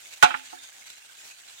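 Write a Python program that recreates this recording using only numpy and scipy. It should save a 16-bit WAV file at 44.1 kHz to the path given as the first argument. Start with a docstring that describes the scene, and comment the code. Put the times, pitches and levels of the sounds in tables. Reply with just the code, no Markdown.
"""A bamboo water tube swings back, knocks its foot on a stone, rattles twice and settles with a soft
hollow bump. Each contact cracks, rings the wall and two air chambers, and bends the tube with a thud;
the mossy bank and the leaves add a short tail. Beside it a thin stream splashes, bubbles and faintly
whistles. The knock overloads a small camera's two microphones, unlike in colour and opposite in polarity."""
import sys
import numpy as np
from scipy import signal
from scipy.fft import rfft, irfft
from scipy.io import wavfile
from scipy.ndimage import uniform_filter1d

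SR = 44100
rng = np.random.default_rng(int(sys.argv[2]) if len(sys.argv) > 2 else 0)


def int16_out(signal):
    """Quantize to a 16-bit WAV file."""
    q = np.round(np.clip(np.atleast_2d(signal).T, -1, 1) * 32767)
    wavfile.write(sys.argv[1], SR, q.astype(np.int16))


N = 70560

# Hits on the stone: start_s, long_chamber_db, short_chamber_db, wall_db, crack_db, thud_db,
# brightness_hz, ring_scale (0-1, shortens wall and crack as resting contact damps them)
HITS = [(.2258, -7.5, -21, 1.5, -3, -29, 13000, 0.96), (.2305, 0, 1, -13.5, -4, -35, 11200, 1),
        (.3060, -50, -30, -23, -19, -45, 2760, 0.7), (.3412, -52, -29.5, -43, -17.5, -46.5, 2310, 0.45),
        (0.345, -48, -33, -29, -19.5, -44, 2270, 0.53), (.3958, -60, -60, -56, -36, -64, 2660, 0.02),
        (.5288, -34.5, -38.5, -50, -24.5, -45.5, 900, .5)]
def bamboo():
    """Bamboo meets stone: every hit layers a crack, hollow air, a woody ring and a thud."""
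    out = np.zeros((2, N))
    t = np.arange(SR) / SR
    for start_s, long_db, short_db, wall_db, crack_db, thud_db, brightness_hz, ring_scale in HITS:
        add(out, start_s, crack(t, crack_db, brightness_hz, ring_scale))
        add(out, start_s, chambers(t, long_db, short_db))
        add(out, start_s, amp(wall_db) * wall(t, ring_scale))
        add(out, start_s, amp(thud_db) * thud(t))
    return out


# Tone of the crack: freq_hz, gain_db
CRACK_EQ = [(60, -36), (300, -18.5), (700, -8.5), (1300, 6), (2000, -2), (2600, -3), (4000, -3),
            (7000, -12), (10000, -12), (16000, -12)]
# Its undamped decay: freq_hz, t60_s
CRACK_DECAY = [(200, 0.059), (1300, 0.11), (3000, 0.096), (7000, 0.071), (15000, 0.046)]
def crack(t, level_db, brightness_hz, ring_scale, trim_db=-6.5, attack_s=.00021):
    """Dense, short modes at the point of contact give the knock its edge."""
    burst = colour(decaying_noise([(hz, t60 * ring_scale) for hz, t60 in CRACK_DECAY]), CRACK_EQ)
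    burst *= amp(trim_db + level_db) / np.std(burst[:, :SR // 100])  # level set on the first 10 ms
    burst *= 1 - np.exp(-t / attack_s)
    return butter(burst, 4, brightness_hz, "low")


# Air modes of the long and the short chamber: pitch_hz
LONG_PITCHES = [554, 732, 736, 767]
SHORT_PITCHES = [857, 853]
# For each pitch: level_db, t60_s
LONG_MODES = [(-26.5, 0.22), (-1, 0.094), (-28.5, 0.3), (-27, 0.12)]
SHORT_MODES = [(0, 0.077), (-23.5, 0.095)]
def chambers(t, long_db, short_db):
    """The air in the two chambers sings the hollow note."""
    long_note = amp(long_db) * ring(t, LONG_PITCHES, LONG_MODES)
    return long_note + amp(short_db) * ring(t, SHORT_PITCHES, SHORT_MODES)


# Modes of the bamboo wall, plus at 1465 Hz a tone an octave above the long chamber's note, all sounding with
# the first contact: pitch_hz
WALL_PITCHES = [1040, 1086, 1215, 1272, 1349, 1407, 1465, 1552, 1600, 1985, 2318, 2395, 2603, 2795]
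# For each pitch, undamped: level_db, t60_s
WALL_MODES = [(-15.5, 0.089), (-14, 0.097), (-16.5, .09), (-12, 0.083), (-6.5, 0.092), (-12.5, 0.051),
              (-2, 0.063), (-27, 0.068), (-21, .085), (-18.5, .09), (-26.5, 0.14), (-24, 0.14),
              (-14.5, 0.086), (-34, 0.22)]
def wall(t, ring_scale):
    """The wall's woody ring blooms just behind the crack."""
    return ring(t, WALL_PITCHES, WALL_MODES, attack_s=.0039, lag_s=.00026, ring_scale=ring_scale)


# Bending modes of the tube: pitch_hz
BEND_PITCHES = [258, 348]
# For each pitch: level_db, t60_s
BEND_MODES = [(-8.5, 0.37), (-1.5, 0.22)]
def thud(t, centre_hz=140, t60_s=.07):
    """A low bump of noise, and the hum of the whole tube bending."""
    rumble = butter(rng.standard_normal(SR), 2, [centre_hz / 2, centre_hz * 2], "band")
    return unit(rumble) * fade(t, t60_s) + ring(t, BEND_PITCHES, BEND_MODES)


# Decay of the garden: freq_hz, t60_s
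GARDEN_DECAY = [(100, 0.31), (700, 0.33), (1400, .27), (3000, 0.59), (6000, 0.41), (14000, 0.18)]
def garden_tail(knocks, wet_db=-22, predelay_s=.012):
    """The mossy bank and the leaves scatter the knocks into a short tail."""
    response = decaying_noise(GARDEN_DECAY)
    response /= np.linalg.norm(response[0])
    wet = np.zeros((2, N))
    add(wet, predelay_s, signal.fftconvolve(knocks, response, axes=1))
    return amp(wet_db) * wet


# Tone of splashing water: freq_hz, gain_db
WATER_EQ = [(20, 2), (45, -3), (100, -8), (220, -13.5), (500, -6.5), (850, -5), (1500, -1), (3000, -0.5),
            (5000, 2), (7500, -1), (10000, -1.5), (16000, -11.5)]
# Swell of the stream: time_s, level_db (played relative to its mean)
FLOW_SWELL = [(0, -56.5), (.52, -56.5), (.61, -57), (.72, -55.5), (.77, -58.5), (.9, -56.4), (0.999, -59),
              (1.22, -58), (1.26, -56), (1.33, -57), (1.37, -60.5), (1.46, -57), (1.6, -57.5)]
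def splashing(wash_db=-49.5, spray_db=-54, likeness=.49):
    """Wash and spray swell with the flow, more diffuse in stereo than the tube."""
    times_s, flow_db = np.transpose(FLOW_SWELL)
    swell = amp(np.interp(np.arange(N) / SR, times_s, flow_db - flow_db.mean()))
    bed = amp(wash_db) * unit(colour(wash(likeness), WATER_EQ))
    sparkle = amp(spray_db) * unit(colour(spray(likeness), WATER_EQ))
    return swell * (bed + sparkle)


def wash(likeness, patchy_db=2.5, flicker_db=2.6):
    """Watery hiss that flickers, both in patches of the spectrum and as a whole."""
    _, frames, bands = signal.stft(diffuse(rng.standard_normal((2, N)), likeness), SR, nperseg=512)
    patches = uniform_filter1d(rng.standard_normal(bands.shape[1:]), size=7, axis=0)
    patches = unit(uniform_filter1d(patches, size=9, axis=1))
    flicker = unit(uniform_filter1d(rng.standard_normal(len(frames)), size=4))
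    bands *= amp(patchy_db * patches + flicker_db * flicker)
    return signal.istft(bands, SR, nperseg=512)[1][:, :N]


def spray(likeness, drops_per_s=1500, spread_db=3.5):
    """Tiny impacts tick at random, a few much louder than the rest."""
    ticks = (rng.random((2, N)) < drops_per_s / SR) * rng.choice([-1, 1], (2, N))
    accent_db = spread_db * np.minimum(rng.exponential(1, (2, N)), 4.5)
    return diffuse(ticks * amp(accent_db), likeness)


# Single drops: start_s, level_db
DROP_SLAPS = [(.9012, -39), (.9276, -51), (1.152, -49), (1.242, -55)]
def slapping(t60_s=.045):
    """Drops slap the tube and the stone in short, wet bursts."""
    out = np.zeros((2, N))
    t = np.arange(SR // 10) / SR
    for start_s, level_db in DROP_SLAPS:
        splash = unit(colour(rng.standard_normal((2, len(t))), WATER_EQ))
        add(out, start_s, amp(level_db) * splash * fade(t, t60_s))
    return out


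# Large bubbles: start_s, pitch_hz, level_db, decay_cycles
BUBBLE_PLINKS = [(.058, 2154, -41.5, 11), (0.573, 1680, -40, 10), (.586, 3610, -43, 70),
                 (.722, 1640, -46, 7.4), (.821, 2140, -44, 12), (1.025, 2630, -47, 12),
                 (1.095, 1480, -46, 10.4), (1.187, 2500, -45, 13), (1.31, 2520, -46.5, 33),
                 (1.462, 2630, -55, 12), (1.484, 4030, -41, 22)]
def bubbling(bed_db=-63, bubbles_per_s=290, low_hz=1507, high_hz=5040, mean_cycles=13, spread_db=4.5):
    """A bed of small bubbles with a few clear plinks on top."""
    out = np.zeros((2, N))
    for when, pitch, size, length in rng.random((round(bubbles_per_s * N / SR), 4)):
        pitch_hz = low_hz * (high_hz / low_hz) ** pitch
        add(out, when * N / SR, amp(spread_db * size) * bubble(pitch_hz, mean_cycles * (.5 + length)))
    out = amp(bed_db) * unit(out)
    for start_s, pitch_hz, level_db, decay_cycles in BUBBLE_PLINKS:
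        add(out, start_s, amp(level_db) * bubble(pitch_hz, decay_cycles))
    return out


def bubble(pitch_hz, decay_cycles, glide=.011):
    """A bubble rings and rises slightly in pitch; each microphone gets it at its own phase."""
    turns = pitch_hz * np.arange(SR // 10) / SR
    age = turns / decay_cycles
    phase = 2 * np.pi * (turns * (1 + glide * np.minimum(age, 4) / 2) + rng.random((2, 1)))
    return (1 - np.exp(-turns / 2)) * np.exp(-age) * np.sin(phase)


# Thin whistles in the stream: start_s, length_s, pitch_hz, glide_hz_per_s, level_db
STREAM_WHISTLES = [(.6, .1, 3585, 8, -55.5), (.82, .18, 3870, 998, -55.5)]
def whistling(width_hz=190):
    """Narrow bands of hiss swell, slide up and fade."""
    out = np.zeros((2, N))
    for start_s, length_s, pitch_hz, glide, level_db in STREAM_WHISTLES:
        t = np.arange(0, length_s, 1 / SR)
        noise = rng.standard_normal((2, len(t))) + 1j * rng.standard_normal((2, len(t)))
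        waver = butter(noise, 2, width_hz / 2, "low")
        tone = np.exp(2j * np.pi * (pitch_hz + glide * t / 2) * t)
        add(out, start_s, amp(level_db) * np.sin(np.pi * t / length_s) * unit((waver * tone).real))
    return out


def ring(t, pitches, modes, attack_s=.0013, lag_s=.00004, ring_scale=1):
    """Modes build up quickly and die away, reaching the right microphone lag_s later."""
    t = np.maximum(t - np.array([[0], [lag_s]]), 0)
    waves = sum(amp(db) * fade(t, t60 * ring_scale) * np.sin(2 * np.pi * hz * t)
                for hz, (db, t60) in zip(pitches, modes))
    return (1 - np.exp(-t / attack_s)) * waves


def decaying_noise(decay_curve):
    """Dense random ringing in which each band dies at its own speed."""
    hz, t, bands = signal.stft(diffuse(rng.standard_normal((2, SR))), SR, nperseg=256)
    bands *= amp(-60 * t / curve_at(decay_curve, hz)[:, None])
    return signal.istft(bands, SR, nperseg=256)[1][:, :SR]


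# Likeness of left and right: freq_hz, correlation (0-1)
STEREO_LIKENESS = [(50, .95), (600, 1), (1400, 0.3), (3000, 0.4), (16000, 0.04)]
def diffuse(pair, likeness=1):
    """Blends two unrelated signals: alike in the lows, wide in the highs."""
    shared, separate = rfft(pair)
    hz = np.fft.rfftfreq(pair.shape[1], 1 / SR)
    same = likeness * curve_at(STEREO_LIKENESS, hz)
    left = same * shared + np.sqrt(1 - same ** 2) * separate
    return irfft(np.array([left, shared]), pair.shape[1])


def colour(x, eq, size=4096):
    """Minimum-phase EQ along a curve."""
    log_gain = np.log(amp(curve_at(eq, abs(np.fft.fftfreq(size, 1 / SR)))))
    taps = np.fft.ifft(np.exp(np.conj(signal.hilbert(log_gain)))).real[:size // 2]
    return signal.fftconvolve(x, np.array(taps, ndmin=x.ndim), axes=-1)[..., :x.shape[-1]]


def butter(x, order, cutoff_hz, kind):
    """Low-, high- or band-pass filter."""
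    return signal.sosfilt(signal.butter(order, cutoff_hz, kind, fs=SR, output="sos"), x)


def curve_at(curve, hz):
    """Reads a curve on a log-frequency axis."""
    freqs_hz, values = np.transpose(curve)
    return np.interp(np.log(hz + 1), np.log(freqs_hz + 1), values)


def fade(t, t60_s):
    """Falls 60 dB in t60_s."""
    return np.exp(-np.log(1000) * t / t60_s)


def amp(db):
    """Decibels to gain."""
    return 10 ** (np.asarray(db) / 20)


def unit(x):
    """Scales to rms 1."""
    return x / np.sqrt(np.mean(x ** 2) + 1e-20)


def add(mix, start_s, sound):
    """Mixes a sound in at a time."""
    part = mix[:, round(start_s * SR):][:, :sound.shape[-1]]
    part += sound[..., :part.shape[1]]


def scene():
    """The knocks and their tail up front, the stream quietly behind."""
    knocks = bamboo()
    return knocks + garden_tail(knocks) + splashing() + slapping() + bubbling() + whistling()


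# Colour of each microphone: freq_hz, gain_db
LEFT_MIC_EQ = [(100, 1.5), (500, -4.5), (800, -3), (1200, -2.5), (1500, -7), (2300, -1.5), (3400, -5),
               (4700, -10), (6500, 5.5), (8300, 3.5), (10500, -6), (13000, -12.5), (16000, -1.5)]
RIGHT_MIC_EQ = [(100, 4), (500, 2), (830, 6.5), (1150, -2), (1450, 6.5), (1850, 3), (2400, 7), (3900, 3.5),
                (6000, -3.5), (8000, -4), (10000, -9.5), (12500, 0), (16000, 0)]
def record(dry, knee=1.3, low_cut_hz=97, high_cut_hz=16000):
    """Two coloured microphones of opposite polarity overload; lows and extreme highs are cut."""
    mics = np.array([-colour(dry[0], LEFT_MIC_EQ), colour(dry[1], RIGHT_MIC_EQ)])
    saturated = mics / (1 + abs(mics) ** knee) ** (1 / knee)
    thinned = butter(saturated, 2, low_cut_hz, "high")
    high_cut = signal.firwin(511, high_cut_hz, window=("kaiser", 9), fs=SR)
    return signal.oaconvolve(thinned, high_cut[None], "same")


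dry = scene()
out = record(dry)
int16_out(out)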